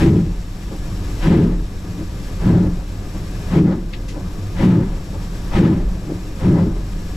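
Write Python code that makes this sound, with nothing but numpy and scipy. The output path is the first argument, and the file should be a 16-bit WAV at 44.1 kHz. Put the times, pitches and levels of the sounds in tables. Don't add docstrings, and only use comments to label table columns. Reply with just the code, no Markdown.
import sys
import numpy as np
from scipy import signal
from scipy.fft import rfft, irfft, next_fast_len
from scipy.io import wavfile
from scipy.ndimage import uniform_filter1d

SR = 44100
rng = np.random.default_rng(int(sys.argv[2]) if len(sys.argv) > 2 else 0)


def master(y):
    cut = np.clip(np.atleast_2d(y).T, -1, 1)
    pcm = np.round(cut * 32767)
    wavfile.write(sys.argv[1], SR, pcm.astype(np.int16))


N = 315756
TIME = np.arange(N) / SR
FFT_SIZE = next_fast_len(N, True)
FREQS = np.maximum(np.fft.rfftfreq(FFT_SIZE, 1 / SR), 1)

# (time [s], valve open [s], bark [dB], roar [dB], boom [dB], smokebox [dB], jolt [dB])
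BEATS = [(-.035, .23, -31, -33.5, -7.5, -10.5, -14.5), (1.208, .25, -29.5, -30, -7.5, -16, -12),
         (2.402, 0.22, -40, -31, -9, -13, -18), (3.488, .205, -35, -31.5, -6.5, -17, -20.5),
         (4.563, 0.22, -31, -28, -7.5, -15, -17.5), (5.518, 0.2, -29.5, -26.5, -6.5, -16.5, -11),
         (6.391, 0.24, -38.5, -29.5, -8.5, -14.5, -16)]
# (delay [s], attack [s], hold [share of open time], release [dB/s])
BARK_SHAPE = (-.025, 0.07, .5, 70)
ROAR_SHAPE = (-.032, .1, 0.99, 79)
BOOM_SHAPE = (0.002, .115, .97, 120)
SMOKEBOX_SHAPE = (-.02, .15, 1, 114)
# (peak time [s], half length [s], level [dB])
SURGES = [(0.15, 0.036, -28.5), (1.333, .018, -28), (2.57, 0.03, -28), (3.703, 0.029, -25),
          (6.564, 0.028, -27.5)]
# (frequency [Hz], relative level [dB])
BARK_SPECTRUM = [(300, -28), (700, 1.5), (1200, -2.5), (2000, -0.5), (3200, -5), (4500, -13), (7000, -22),
                 (10000, -27), (15000, -41)]
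ROAR_SPECTRUM = [(300, -33), (460, -3.5), (540, 9), (680, 1), (950, -5), (1300, -4), (1900, -11.5),
                 (2800, -20), (5000, -21.5), (15000, -56)]
# (frequency [Hz], width [Hz], lift [dB])
BLAST_PIPE = [(528, 36, 4.5), (788, 18, 9.5), (876, 29, 9.5), (987, 70, 7.5), (1173, 34, -1),
              (1270, 29, 5.5), (1700, 110, 4), (2012, 23, 7.5), (2450, 29, 0)]
# (frequency [Hz], width [Hz], relative level [dB])
CHIMNEY_MODES = [(176.5, 18.3, 4), (276, 37, -19), (319.4, 30, -7.5), (398.4, 39, -15.5)]
SMOKEBOX_MODES = [(83, 25, 0), (118.7, 32, 0)]

def exhaust(flutter_db=1.4):
    bark, roar, boom, depth = np.zeros((4, N))
    for start, open_s, bark_db, roar_db, boom_db, smokebox_db, _ in BEATS:
        bark += from_db(bark_db) * stroke(start, open_s, BARK_SHAPE)
        roar += from_db(roar_db) * stroke(start, open_s, ROAR_SHAPE)
        boom += from_db(boom_db) * stroke(start, open_s, BOOM_SHAPE)
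        depth += from_db(smokebox_db) * stroke(start, open_s, SMOKEBOX_SHAPE)
    surge = sum(from_db(level_db) * swell(peak, half) for peak, half, level_db in SURGES)
    jet = bark * turbulence(BARK_SPECTRUM, BLAST_PIPE)
    jet += np.hypot(roar, surge) * turbulence(ROAR_SPECTRUM, BLAST_PIPE)
    jet *= from_db(flutter_db * drift(rate_hz=17))
    chimney = boom * ringing(CHIMNEY_MODES, top_hz=426, steady_s=0.042)
    smokebox = depth * ringing(SMOKEBOX_MODES, top_hz=190, steady_s=0.082)
    return jet + chimney + smokebox


# (peak time [s], half length [s], thud [dB], breath [dB])
PUFFS = [(0.733, 0.019, -23.5, -33.5), (2.004, 0.019, -22, -35), (3.163, 0.017, -31, -38.5),
         (4.173, 0.026, -27, -30.5), (5.153, 0.014, -33, -32.5), (6.111, 0.025, -19, -33)]
# (frequency [Hz], width [Hz], relative level [dB])
PUFF_MODES = [(177, 29, -9), (305, 18.4, -4.5)]

def puffs():
    thud = sum(from_db(thud_db) * swell(peak, half) for peak, half, thud_db, _ in PUFFS)
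    breath = sum(from_db(breath_db) * swell(peak, half) for peak, half, _, breath_db in PUFFS)
    body = ringing(PUFF_MODES, top_hz=515, steady_s=0.037)
    lowpass = signal.butter(2, 1100, fs=SR, output="sos")
    dull_jet = signal.sosfilt(lowpass, turbulence(ROAR_SPECTRUM, BLAST_PIPE))
    return thud * body + breath * dull_jet


# (time [s], rise [s], decay [s], level [dB], low edge [Hz], high edge [Hz])
SPITS = [(3.928, 0.0085, 0.016, -26.5, 1670, 4450), (4.078, 0.011, 0.035, -33, 1340, 11000)]
# (frequency [Hz], width [Hz], lift [dB])
SPIT_RINGS = [(1980, 120, 7), (2620, 180, 6.5), (3750, 150, -1)]
# (frequency [Hz], relative level [dB])
STEAM_SPECTRUM = [(300, -49), (1000, -3), (2200, 0), (3200, -1), (5000, -1), (6500, -3.5), (7400, -5),
                  (8400, -11), (10500, -9), (12100, -12), (13000, -21), (14100, -18), (15000, -64)]

def spits():
    hiss = turbulence(STEAM_SPECTRUM, SPIT_RINGS)
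    out = 0
    for start, rise, decay, level_db, low_hz, high_hz in SPITS:
        band = signal.butter(3, [low_hz, high_hz], "band", fs=SR, output="sos")
        onset = np.clip((TIME - start) / rise, 0, 1)
        tail = np.exp(-np.maximum(TIME - start - rise, 0) / decay)
        out += from_db(level_db) * onset * tail * rms_one(signal.sosfilt(band, hiss))
    return out


# (delay [s], half length [s], drop below the beat's jolt [dB])
HEAVES = [(.05, 0.034, 5.5), (0.351, 0.064, 0.5)]
# (frequency [Hz], width [Hz], relative level [dB])
FRAME_MODES = [(23.1, 15.6, -4.5), (38.9, 4.5, 5.5)]

def frame(shudder_db=-27, waver_db=2.5):
    jolts = 0
    for start, *_, jolt_db in BEATS:
        for delay, half, drop_db in HEAVES:
            jolts += from_db(jolt_db - drop_db) * swell(start + delay, half)
    shudder = from_db(shudder_db + waver_db * drift(rate_hz=9))
    return np.hypot(jolts, shudder) * ringing(FRAME_MODES, top_hz=59.5, steady_s=0.042)


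# (time [s], level [dB])
ROLLING_LEVEL = [(0, -24), (.55, -25.5), (.9, -23), (2.3, -25.5), (3.9, -24.5), (4.9, -24), (6, -23),
                 (6.4, -26), (7.16, -26)]
# (frequency [Hz], relative level [dB])
ROLLING_SPECTRUM = [(20, -2), (45, 3), (65, -5.5), (100, 2), (130, -11), (175, -5), (235, -16), (310, -11),
                    (420, -21), (560, -22.5), (720, -27.5), (1100, -30), (2000, -38.5), (5000, -56.5)]
# (frequency [Hz], width [Hz], lift [dB])
CAB_RESONANCES = [(180, 45, 4.45), (291, 13, 3.2), (413, 20, 6.1), (516, 23, 4.4), (726, 20, 7.2),
                  (955, 13, 8), (1159, 45, 7.4), (1230, 22, 7.6)]

def wheels(waver_db=0.95):
    level_db = over_time(ROLLING_LEVEL) + waver_db * drift(rate_hz=11)
    return from_db(level_db) * turbulence(ROLLING_SPECTRUM, CAB_RESONANCES)


# (time [s], level [dB])
LEAK_LEVEL = [(0, -36.5), (.3, -41), (1.1, -41), (1.7, -42), (2.8, -43), (4.4, -43), (5.1, -42),
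              (7.16, -43)]
# (frequency [Hz], width [Hz], lift [dB])
LEAK_WHISTLES = [(1562, 54, 7.5), (1697, 54, 10.3), (2060, 29, 3.9), (2450, 24, 4.4), (2450, 30, 3.6),
                 (2620, 19, 6.4), (3740, 51, 4.7), (5480, 230, 5.1), (7676, 220, 9.9), (12050, 400, 4)]

def leak(waver_db=0.68):
    level_db = over_time(LEAK_LEVEL) + waver_db * drift(rate_hz=18)
    return from_db(level_db) * turbulence(STEAM_SPECTRUM, LEAK_WHISTLES)


def wind(level_db=-43, top_hz=26):
    lowpass = signal.butter(2, top_hz, fs=SR, output="sos")
    return from_db(level_db) * rms_one(signal.sosfilt(lowpass, rng.standard_normal((2, N))))


# (frequency [Hz], likeness [0-1])
LIKENESS = [(100, 1), (300, 0.99), (550, 0.95), (900, 0.74), (1400, 0.48), (2100, 0.67), (3200, 0.38),
            (5000, 0.48), (6000, 0.8), (8000, 0.7), (9200, 0.36), (11000, 0.36), (13000, .08)]

def turbulence(spectrum, resonances):
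    lift_db = sum(lift / (1 + (2 * (FREQS - hz) / width) ** 2) for hz, width, lift in resonances)
    alike = np.clip(over_hz(LIKENESS), 0, 1)
    mid, side = rfft(rng.standard_normal((2, FFT_SIZE)))
    pair = np.sqrt(1 + alike) * mid + np.sqrt(1 - alike) * side * [[1], [-1]]
    return rms_one(at_microphones(pair * from_db(over_hz(spectrum) + lift_db)))


def ringing(modes, top_hz, steady_s):
    ring = 0
    for hz, width, level_db in modes:
        b, a = signal.iirpeak(hz, hz / width, fs=SR)
        ring += from_db(level_db) * signal.lfilter(b, a, rng.standard_normal(FFT_SIZE + SR))
    lowpass = signal.butter(8, top_hz, fs=SR, output="sos")
    ring = signal.sosfilt(lowpass, ring)[SR:]
    power = uniform_filter1d(np.abs(signal.hilbert(ring)) ** 2 / 2, int(steady_s * SR))
    return at_microphones(rfft(ring / np.sqrt(power)))


# (frequency [Hz], left minus right [dB])
MIC_BALANCE = [(60, 0), (110, .15), (180, .6), (350, 1.7), (600, 3.8), (820, 6.5), (1050, 3.8), (1600, 5.2),
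               (3400, 4.2), (5200, -1), (7500, 1), (10800, 3.5), (12000, 14), (13000, 8), (14600, 18)]
# (frequency [Hz], left lead [rad])
MIC_PHASE = [(550, 0), (900, -0.28), (1400, -0.38), (2100, -0.64), (3200, -0.53), (4800, .45), (5900, 0.1)]

def at_microphones(spectra):
    half_difference = from_db(over_hz(MIC_BALANCE) / 2) * np.exp(0.5j * over_hz(MIC_PHASE))
    return irfft(spectra * np.array([half_difference, 1 / half_difference]), FFT_SIZE)[:, :N]


def stroke(start_s, open_s, shape):
    delay_s, attack_s, hold_share, release_db_per_s = shape
    age = TIME - start_s
    opening = np.sin(np.pi / 2 * np.clip((age - delay_s) / attack_s, 0, 1)) ** 2
    return opening * from_db(-release_db_per_s * np.maximum(age - hold_share * open_s, 0))


def swell(peak_s, half_s):
    return np.exp(-0.5 * np.minimum(((TIME - peak_s) / half_s) ** 2, 100))


def drift(rate_hz):
    slow = rfft(rng.standard_normal(FFT_SIZE)) / (1 + (FREQS / rate_hz) ** 2)
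    return rms_one(irfft(slow, FFT_SIZE)[:N])


def over_time(points):
    return np.interp(TIME, *np.transpose(points))


def over_hz(points):
    hz, value = np.transpose(points)
    return np.interp(np.log(FREQS), np.log(hz), value)


def from_db(db):
    return 10 ** (np.asarray(db) / 20)


def rms_one(x):
    return x / np.sqrt(np.mean(x ** 2) + 1e-20)


def scene():
    bed = leak() + wheels()
    return exhaust() + puffs() + spits() + frame() + wind() + bed


def record(dry, threshold_db=-10.5, detector_s=0.021, attack_s=0.017, release_db_per_s=6.5,
           peak_limit=0.76, hardness=5, cutoff_hz=15100):
    power = uniform_filter1d(np.mean(dry ** 2, axis=0), int(detector_s * SR))
    over_db = np.maximum(10 * np.log10(power + 1e-9) - threshold_db, 0)
    release_db = release_db_per_s * TIME
    held_db = np.maximum.accumulate(over_db + release_db) - release_db
    lag = np.exp(-1 / (attack_s * SR))
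    duck_db = signal.lfilter([1 - lag], [1, -lag], held_db)
    limited = dry * from_db(-duck_db)
    rounded = limited / (1 + np.abs(limited / peak_limit) ** hardness) ** (1 / hardness)
    lowpass = signal.ellip(12, 0.1, 90, cutoff_hz, fs=SR, output="sos")
    return signal.sosfilt(lowpass, rounded)


dry = scene()
out = record(dry)
master(out)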